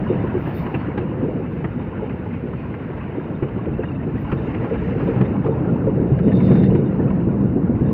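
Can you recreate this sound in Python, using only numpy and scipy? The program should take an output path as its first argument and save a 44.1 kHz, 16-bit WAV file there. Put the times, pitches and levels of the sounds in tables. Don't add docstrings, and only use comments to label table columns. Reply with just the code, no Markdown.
import sys
import numpy as np
from scipy import signal
from scipy.fft import rfft, irfft, next_fast_len
from scipy.io import wavfile
from scipy.ndimage import uniform_filter1d, map_coordinates

SR = 44100
rng = np.random.default_rng(int(sys.argv[2]) if len(sys.argv) > 2 else 0)


def file_out(sig):
    cols = np.atleast_2d(sig).T
    lim = np.clip(cols, -1, 1)
    pcm = np.round(lim * 32767).astype(np.int16)
    wavfile.write(sys.argv[1], SR, pcm)


N = 349713

# time in seconds, deck rumble in dB, frame drone in dB before a 3 dB cut,
# high tread hiss in dB.
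ROLL = [(0.0, -23.5, -28.5, -46), (0.4, -25, -33, -46), (0.84, -27.5, -33, -45), (1.19, -25, -28, -50.5),
        (1.66, -27.5, -33, -48.5), (2.21, -27.5, -30.5, -49), (3.03, -29, -33, -48.5),
        (3.95, -26.5, -33, -52), (4.33, -24.5, -32, -47), (4.73, -25, -26, -45), (5.06, -21.5, -25.5, -44),
        (5.5, -22, -26, -52.5), (6.2, -20.5, -21, -52.5), (6.38, -15, -19.5, -48.5),
        (6.52, -13, -18.5, -44.5), (6.82, -19.5, -22.5, -52), (7.6, -20, -28, -57),
        (7.93, -20.5, -25.5, -50.5)]
# time in seconds, level in dB.
LOW_HISS = [(0.0, -36), (0.66, -36.5), (1.59, -41.5), (1.87, -41.5), (2.54, -44.5), (2.8, -41),
            (4.09, -40.5), (4.44, -40.5), (5.7, -35.5), (6.18, -41), (6.65, -41), (6.98, -38.5),
            (7.77, -39), (7.93, -39.5)]
# time in seconds, level in dB.
THRUM = [(0, -38), (1.2, -42), (3.8, -42), (4.7, -36), (7.93, -37)]
# frequency in Hz, relative density in dB.
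DECK_COLOUR = [(12, -55), (20, -35), (56, -2.5), (103, -1.5), (134, -1), (167, -2.5), (320, -8.5),
               (420, -34.5), (700, -120)]
DRONE_COLOUR = [(110, -33), (190, -14.5), (366, -1.5), (403, -4), (449, -3), (513, -5.5), (554, -11.5),
                (800, -22.5), (1040, -43), (1760, -120)]
TREAD_COLOUR = [(290, -36), (500, -6), (630, -8.5), (922, -9.5), (1180, -13), (1370, -12), (2700, -18.5),
                (2890, -20), (3380, -35.5), (3610, -36), (4690, -55.5), (7940, -120)]
FITTINGS_HZ = [909, 1039, 1415, 1751, 2086, 2750]
# start in seconds, length in seconds, level in dB.
ROUGH_STRETCH = [(6.27, 0.41, -17)]
BOOM_HZ, BOOM_DRIFT_HZ = 189.9, 8.3
BOOM_IDLE_DB, BOOM_IDLE_FOLLOWS = -40, 3.37
# frequency in Hz, relative density in dB.
AIR_COLOUR = [(5000, -18.5), (7000, -8.5), (8200, -9), (10000, -5.5), (12000, 1), (14000, 0.5), (15500, -1)]
RUSTLE_COLOUR = [(8000, -38), (10000, -23), (12000, -5.5), (13000, -7), (14000, 0), (15200, 0),
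                 (15700, -16)]
SCRAPE_COLOUR = [(2500, -37), (3400, -2), (4400, -3), (5000, -5.5), (6400, -15), (7600, -28), (9000, -60)]
SCRAPE_DB, SCRAPE_FOLLOWS_HISS, SCRAPE_FOLLOWS_DECK = -78, 1.1, 0.58
# start in seconds, length in seconds, level in dB.
RUSTLES = [(.26, .04, -76.5), (.38, 0.4, -73), (.47, .02, -65.5), (.55, 0.069, -61), (1.52, 0.026, -75.5),
           (3.78, 0.029, -78), (4.18, 0.037, -72), (4.32, 0.031, -71), (4.44, 0.039, -74),
           (5.04, 0.065, -73)]
RUSTLE_IDLE_DB = -92.5
# pitch in Hz, width in Hz of each of two filter passes, relative level in dB.
LOOSE_MODES = [(3635, 210, 1.5), (4370, 240, -12), (10400, 400, -24), (11400, 450, -19)]
# start in seconds, length in seconds, drive in dB before a 4 dB cut.
BUZZES = [(.09, .03, -63), (.2, .03, -64), (.55, 0.043, -59.5), (1.8, 0.024, -64), (3.18, 0.017, -67),
          (3.228, 0.015, -64), (3.354, 0.01, -62), (3.61, .03, -69), (3.73, 0.013, -71), (3.84, 0.023, -64),
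          (3.953, 0.01, -61), (4.37, .02, -58), (4.44, .025, -67.5), (4.6, 0.0099, -68), (4.67, .02, -65),
          (4.78, .015, -63), (5.07, .015, -65), (5.24, 0.034, -59), (5.31, .02, -68), (5.51, .015, -63),
          (5.995, 0.035, -70), (6.085, .05, -67), (6.235, 0.09, -63), (6.33, 0.34, -53), (6.75, 0.048, -60),
          (6.86, 0.016, -62.5), (7.86, 0.087, -65)]
BUZZ_IDLE_DB = -80.5
# start in seconds, length in seconds, level in dB.
CHIRPS = [(.54, 0.061, -66), (.655, .015, -74), (.79, .015, -70), (2.57, .05, -76), (3.905, 0.012, -75)]
CHIRR_S, CHIRR_PER_S, CHIRR_DB = 6.36, 10.3, 6
# time in seconds, starting level in dB before the attack, pitch in Hz.
CHATTERS = [(3.705, -47, 2600), (3.7384, -37, 2670), (3.7653, -43, 2690), (3.8028, -36, 2740),
            (3.825, -32, 2600), (3.8537, -34, 2830), (3.885, -32, 2800), (3.915, -36, 2640),
            (3.9564, -36.5, 2680), (4.4712, -35, 2760), (4.4912, -36, 2700)]
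CHATTER_HZ, CHATTER_WIDTH_HZ, CHATTER_PER_S = 2630, 170, 63
CHATTER_T60_S, CHATTER_IDLE_DB = 0.037, -69
# time in seconds, strength in dB before a 4 dB cut, strongest pitch in Hz,
# low thud in dB before a 0.5 dB cut.
BUMPS = [(0.096, -3.5, 379, -23), (0.238, -9.5, 350, -25), (0.341, -9.5, 358, -31), (0.365, -15, 330, -20),
         (0.473, -8.5, 290, -16), (0.538, -14.5, 352, -21.5), (0.74, -9, 314, -13.5),
         (0.882, -8.5, 268, -23), (0.975, -11, 334, -19), (1.016, -11, 344, -21), (1.108, -6.5, 239, -35.5),
         (1.19, -10, 250, -38), (1.226, -10.5, 238, -32), (1.283, -10.5, 304, -24), (1.355, -8.5, 257, -34),
         (1.39, -11, 370, -25), (1.64, -13, 270, -15.5), (1.76, -9, 240, -21.5), (2.021, -11.5, 470, -20.5),
         (2.438, -10.5, 227, -33), (2.54, -19, 280, -15.5), (2.889, -15, 348, -18.5),
         (3.172, -11, 302, -31), (3.298, -9, 230, -23), (3.423, -3.5, 288, -11.5), (3.564, -14, 336, -31.5),
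         (3.664, -8.5, 325, -30), (3.701, -15.5, 304, -18.5), (3.784, -7, 407, -19),
         (4.066, -10.5, 338, -19), (4.144, -26.5, 446, -15), (4.322, -7, 330, -10.5),
         (4.464, -13, 277, -24), (4.555, -11, 269, -28), (4.71, -9, 444, -28), (4.952, -8, 364, -16.5),
         (5.079, -7, 422, -25), (5.137, -15, 460, -18.5), (5.193, -17.5, 285, -38), (5.208, -9, 385, -5.5),
         (5.303, -25.5, 346, -19), (5.45, -5.5, 334, -10), (5.484, -7.5, 428, -16), (5.6, -8, 321, -13.5),
         (5.72, -4, 252, -17), (5.867, -5.5, 470, -16), (5.97, -14.5, 480, -26), (5.988, -7, 330, -13.5),
         (6.118, -14.5, 295, -6), (6.273, -0.5, 232, -14.5), (6.347, -6.5, 285, -13.5),
         (6.51, -3, 330, -14.5), (6.629, -33, 262, -8.5), (6.681, -8, 240, -11.5), (6.747, -4, 307, -12),
         (6.992, -3.5, 319, -27), (7.049, -7.5, 230, -8.5), (7.111, -10, 343, -22.5), (7.272, -4, 243, -27),
         (7.448, -36, 240, -18), (7.56, 1, 262, -13.5), (7.692, -3.5, 233, -31), (7.809, -2.5, 263, -8)]
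# pitch in Hz, decay time as a share of BUMP_T60_S.
FRAME_MODES = [(136, 1.9), (200, 0.8), (240, 1.0), (275, 0.77), (310, 0.86), (358, 1.26), (445, 1.55),
               (520, 1.2)]
BUMP_T60_S = 0.09
AFTERSHAKE_DB, AFTERSHAKE_T60_S = 19, .3
# time in seconds, level of the blow's noise in dB, brightness above 3300 Hz in dB,
# wheel ring in Hz, ring gain in dB, contact length in seconds.
CLACKS = [(0.454, -48, 10, 1780, 16, 0.081), (0.663, -34, -3, 1770, 4, 0.0039),
          (0.741, -30, 0, 2600, 8, 0.0095), (0.813, -42.5, -5.5, 1730, 11, 0.0053),
          (0.87, -53, -1, 1740, 16, 0.0051), (0.975, -29.5, 9, 1640, 4, 0.0048),
          (1.641, -31, -4.5, 1880, 4, 0.0071), (1.812, -39.5, 3, 1650, 9, 0.0053),
          (2.093, -39, 1, 1970, -6, 0.0051), (2.333, -40, -3, 2500, 3, 0.012),
          (2.531, -41.5, -1, 1340, 16.5, 0.0051), (2.738, -39.5, -3.5, 2000, -3, 0.012),
          (2.971, -40, 0, 2610, -7, 0.016), (3.008, -40, -9, 1135, 13, 0.0045),
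          (3.4238, -37, -4, 1670, 12, 0.012), (3.484, -41, 3, 2620, -2, 0.007),
          (3.654, -41.5, 0, 1440, 16.5, 0.0055), (3.831, -37, -8, 1690, 13, 0.009),
          (4.246, -45.5, -7, 1000, 19, 0.0049), (4.315, -32, 0, 1070, 3, 0.014),
          (4.4096, -47.5, 2, 1390, 1, 0.0061), (4.486, -41.5, -8, 1100, 7, 0.025),
          (4.5435, -35.5, -1, 1840, 7, 0.0083), (4.638, -36.5, 1, 1100, 8.5, 0.012),
          (4.73, -38, -2, 1250, 1, 0.029), (4.992, -37, -1.5, 1250, -0.5, 0.0072),
          (5.153, -42.5, 2.5, 1320, 12, 0.017), (5.209, -30.5, 7, 1610, 6, 0.006),
          (5.251, -39, 1, 1150, 9.5, 0.009), (5.44, -42, 7.5, 2600, 0, 0.0087),
          (5.456, -41.5, 9.5, 1200, 17.5, 0.019), (6.185, -39.5, 6.5, 1490, 9, 0.0051),
          (6.2744, -38.5, 0, 1800, 4, 0.0094), (6.314, -38, 3, 1780, 5.5, 0.0099),
          (6.401, -39, 2, 2100, 11, .008), (6.51, -38.5, -2, 2300, 1, 0.0097),
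          (6.55, -41, 0.5, 1750, 8.5, 0.027), (6.632, -36, 15.5, 1810, 14, 0.0058),
          (6.7487, -36, 3.5, 1470, 3, .01), (7.101, -41, 0, 1030, 16, 0.0066)]
# frequency in Hz, relative gain in dB.
CLACK_COLOUR = [(300, -11), (600, 12.5), (1200, 1.5), (2900, -3.5), (3500, -22), (5000, -38), (7000, -62),
                (10000, -110)]
CLACK_T60_S, CLACK_ATTACK_S = 0.058, .0018
WHEEL_WIDTH_HZ, OTHER_WIDTH_HZ, OTHER_DB = 110, 70, 2
# time in seconds, level in dB, pitch in Hz.
SQUEAL = [(4.15, -105, 6800), (4.35, -93, 6700), (4.8, -87.5, 6500), (5.25, -82.5, 6300),
          (5.45, -105, 6400)]
TOP_HZ = 15720


def amp(db):
    return 10 ** (np.asarray(db) / 20)


def unit(x):
    return x / np.sqrt(np.mean(x ** 2) + 1e-20)


def along(points, hz):
    f, v = np.transpose(points)
    return np.interp(np.log(hz + 1), np.log(f + 1), v)


def curves(rows):
    s, *cols = np.transpose(rows)
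    return [np.interp(np.arange(N) / SR, s, c) for c in cols]


def swing(db):
    return db - db.mean()


def wobble(rate):
    knots = rng.standard_normal(int(N * rate / SR) + 4)
    return map_coordinates(knots, [np.arange(N) * rate / SR])


def filtered(x, response):
    m = next_fast_len(len(x) + 8192)
    return irfft(rfft(x, m) * response(np.fft.rfftfreq(m, 1 / SR)), m)[:len(x)]


def resonance(f, hz, width_hz):
    return 1j * f * width_hz / (hz * hz - f * f + 1j * f * width_hz)


def split(x, edge_hz):
    low = filtered(x, lambda hz: 1 / (1 + (hz / edge_hz) ** 4))
    return unit(low), unit(x - low)


def rush(spectrum, patchy_db):
    z = signal.stft(rng.standard_normal(N), nperseg=512)[2]
    across_bins = uniform_filter1d(rng.standard_normal(z.shape), size=5, axis=0)
    field = uniform_filter1d(across_bins, size=8, axis=1)
    noise = signal.istft(z * amp(patchy_db * unit(field)), nperseg=512)[1][:N]
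    return unit(filtered(noise, lambda hz: amp(along(spectrum, hz))))


def bursts(rows, idle_db, attack_s, release_s):
    t, power = np.arange(N) / SR, amp(2 * idle_db)
    for s, length, db in rows:
        edges = np.minimum((t - s) / attack_s, (s + length - t) / release_s)
        power = power + amp(2 * db) * np.exp(np.minimum(edges, 0))
    return np.sqrt(power)


def hard_shake():
    pulse = np.cos(2 * np.pi * CHIRR_PER_S * (np.arange(N) / SR - CHIRR_S)) - 1
    return amp(2.0 * np.minimum(curves(ROLL)[0] + 14.0, 0) + CHIRR_DB * pulse)


def rolling():
    deck_db, drone_db, high_db = curves(ROLL)
    thrum_db = curves(THRUM)[0] + 2.5 * wobble(11)
    low_db, = curves(LOW_HISS)
    thrum, deck = split(rush(DECK_COLOUR, patchy_db=-0.55), edge_hz=94.0)
    treads = rush(TREAD_COLOUR, patchy_db=1.5) + amp(-7.0) * rattles()
    low, high = split(treads, edge_hz=1267)
    turn = np.sin(2 * np.pi * np.cumsum(9.4 + 0.23 * wobble(0.4)) / SR)
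    grit = amp(0.22 * turn + 0.78 * wobble(22) + 0.6 * wobble(70))
    body = amp(thrum_db) * thrum + amp(deck_db + 0.8 * wobble(18)) * deck
    drone_gain = amp(drone_db - 3.0 + 1.4 * wobble(13)) * aftershake(drone_db)
    drone = drone_gain * rush(DRONE_COLOUR, patchy_db=1.34)
    return body + drone + grit * (amp(low_db) * low + amp(high_db) * high)


def rattles():
    luck = rng.random((int(90 * N / SR), 4))
    t = np.arange(SR // 28)
    which = (luck[:, 1:2] * len(FITTINGS_HZ)).astype(int)
    hz = np.array(FITTINGS_HZ)[which] * (1 + 0.18 * (luck[:, 3:] - .5))
    size_db = along(TREAD_COLOUR, hz) - 3.2 * np.log(luck[:, 2:3] + 0.02)
    attack = 1 - np.exp(-t / SR / .002)
    rings = amp(size_db - 60 * t / SR / .05) * np.sin(2 * np.pi * hz * t / SR) * attack
    at = (luck[:, :1] * N).astype(int) + t
    return unit(np.bincount(at.ravel(), rings.ravel(), minlength=N)[:N])


def aftershake(drone_db):
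    s, db = np.transpose(BUMPS)[:2]
    kicks = np.zeros(N)
    kicks[(s * SR).astype(int)] = amp(2 * (db - AFTERSHAKE_DB))
    t = np.arange(SR // 2) / SR
    rise = 1 - np.exp(-(t / .008) ** 2)
    settle = rise * amp(-120 * t / AFTERSHAKE_T60_S)
    stirred = np.abs(signal.fftconvolve(kicks, settle)[:N])
    return np.sqrt(1 + stirred / amp(2 * drone_db))


def boom():
    follow_db = BOOM_IDLE_FOLLOWS * np.minimum(swing(curves(ROLL)[0]), 4.5)
    phase = 2 * np.pi * np.cumsum(BOOM_HZ + BOOM_DRIFT_HZ * wobble(10)) / SR
    level = bursts(ROUGH_STRETCH, BOOM_IDLE_DB + follow_db, attack_s=0.013, release_s=0.046)
    return level * unit(wobble(45) * np.cos(phase) + wobble(45) * np.sin(phase))


def treble():
    deck_db, _, high_db = curves(ROLL)
    scrape_db = SCRAPE_DB + SCRAPE_FOLLOWS_HISS * swing(high_db) + SCRAPE_FOLLOWS_DECK * swing(deck_db)
    crackle = amp(2.5 * wobble(40) + 1.5 * wobble(300))
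    rustle_gain = bursts(RUSTLES, RUSTLE_IDLE_DB, attack_s=.007, release_s=.01)
    rustle = rustle_gain * unit(crackle * rush(RUSTLE_COLOUR, patchy_db=3.0))
    scrape_gain = amp(scrape_db + 0.9 * wobble(28)) + amp(-9.5) * rustle_gain + amp(-69.0) * hard_shake()
    scrape = scrape_gain * rush(SCRAPE_COLOUR, patchy_db=1.5)
    air = amp(-80.5) * rush(AIR_COLOUR, patchy_db=0.8)
    return air + rustle + scrape


def loose_part():
    taps = (rng.random(N) < 2600 / SR) * rng.standard_normal(N)
    modes = []
    for hz, width_hz, db in LOOSE_MODES:
        ring = filtered(taps, lambda f: resonance(f, hz, width_hz) ** 2)
        modes.append(amp(db) * unit(ring))
    lowest_hz, _, lowest_db = LOOSE_MODES[0]
    whistle = np.sin(2 * np.pi * np.cumsum(lowest_hz + 40.0 * wobble(110)) / SR)
    lowest = amp(lowest_db) * unit(whistle + 0.85 * unit(modes[0]))
    upper = amp(3.0) * hard_shake() * sum(modes[1:])
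    drive = bursts(BUZZES, BUZZ_IDLE_DB + 6 * wobble(25), attack_s=.004, release_s=0.0061)
    buzz = drive * amp(-4.0 + 1.8 * wobble(53)) * (lowest + upper)
    chirp = bursts(CHIRPS, idle_db=-100, attack_s=.006, release_s=.012) * unit(modes[1])
    return chirp + buzz


def chatter():
    taps = (rng.random(N) < CHATTER_PER_S / SR) * (1 + rng.random(N))
    ringing = filtered(taps, lambda f: resonance(f, CHATTER_HZ, CHATTER_WIDTH_HZ) ** 2)
    out = amp(CHATTER_IDLE_DB) * unit(ringing)
    t = np.arange(SR // 10) / SR
    attack = 1 - np.exp(-t / 0.0025)
    for s, db, hz in CHATTERS:
        knock = amp(db - 60 * t / CHATTER_T60_S) * np.sin(2 * np.pi * hz * t) * attack
        out[round(s * SR):][:len(t)] += knock
    return out


def bumps():
    out, t = np.zeros(N + SR), np.arange(SR // 4) / SR
    hz, ring_share = np.transpose(FRAME_MODES)[:, :, None]
    fall_db = -60 * t / (ring_share * BUMP_T60_S)
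    attack = 1 - np.exp(-(t / 0.003) ** 2)
    for s, db, peak_hz, thud_db in BUMPS:
        level_luck, pitch_luck = rng.standard_normal((2, len(FRAME_MODES), 1))
        ring_db = db - 4.0 - 24 * np.abs(np.log2(hz / peak_hz))
        level_db = np.where(hz > 230, ring_db, thud_db - 0.5)
        tones = np.sin(2 * np.pi * hz * (1 + 0.025 * pitch_luck) * t)
        ring = amp(level_db + 1.6 * level_luck + fall_db) * tones
        out[round(s * SR):][:len(t)] += ring.sum(0) * attack
    return out[:N]


def clacks():
    out, t = np.zeros(N + SR), np.arange(SR // 8) / SR
    attack = 1 - np.exp(-(t / CLACK_ATTACK_S) ** 2)
    for s, db, bright_db, ring_hz, ring_db, length in CLACKS:
        noise = rng.standard_normal(len(t))
        others_hz = 800 * 3.3 ** rng.random(5)

        def colour(f):
            return amp(along(CLACK_COLOUR, f) + bright_db * (f > 3300))

        def ringing(f):
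            main = amp(ring_db) * resonance(f, ring_hz, WHEEL_WIDTH_HZ)
            others = sum(resonance(f, hz, OTHER_WIDTH_HZ) for hz in others_hz)
            return colour(f) * (1 + main + amp(OTHER_DB) * others)

        gain = amp(db) / np.std(filtered(noise, colour))
        blow = noise * amp(-60 * np.maximum(t - length, 0) / CLACK_T60_S) * attack
        out[round(s * SR):][:len(t)] += gain * filtered(blow, ringing)
    return out[:N]


def squeal():
    squeal_db, hz = curves(SQUEAL)
    phase = 2 * np.pi * np.cumsum(hz) / SR
    line = unit(wobble(260) * np.cos(phase) + wobble(260) * np.sin(phase))
    return amp(squeal_db + 5 * wobble(25)) * line


def scene():
    ride = rolling() + boom() + treble()
    parts = loose_part() + chatter()
    wheels = bumps() + clacks() + squeal()
    return (ride + parts + wheels)[None]


def record(dry):
    soft = dry[0] / (1 + np.abs(dry[0] / 0.9) ** 4) ** (1 / 4)
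    return filtered(soft, lambda hz: hz < TOP_HZ)[None]


dry = scene()
out = record(dry)
file_out(out)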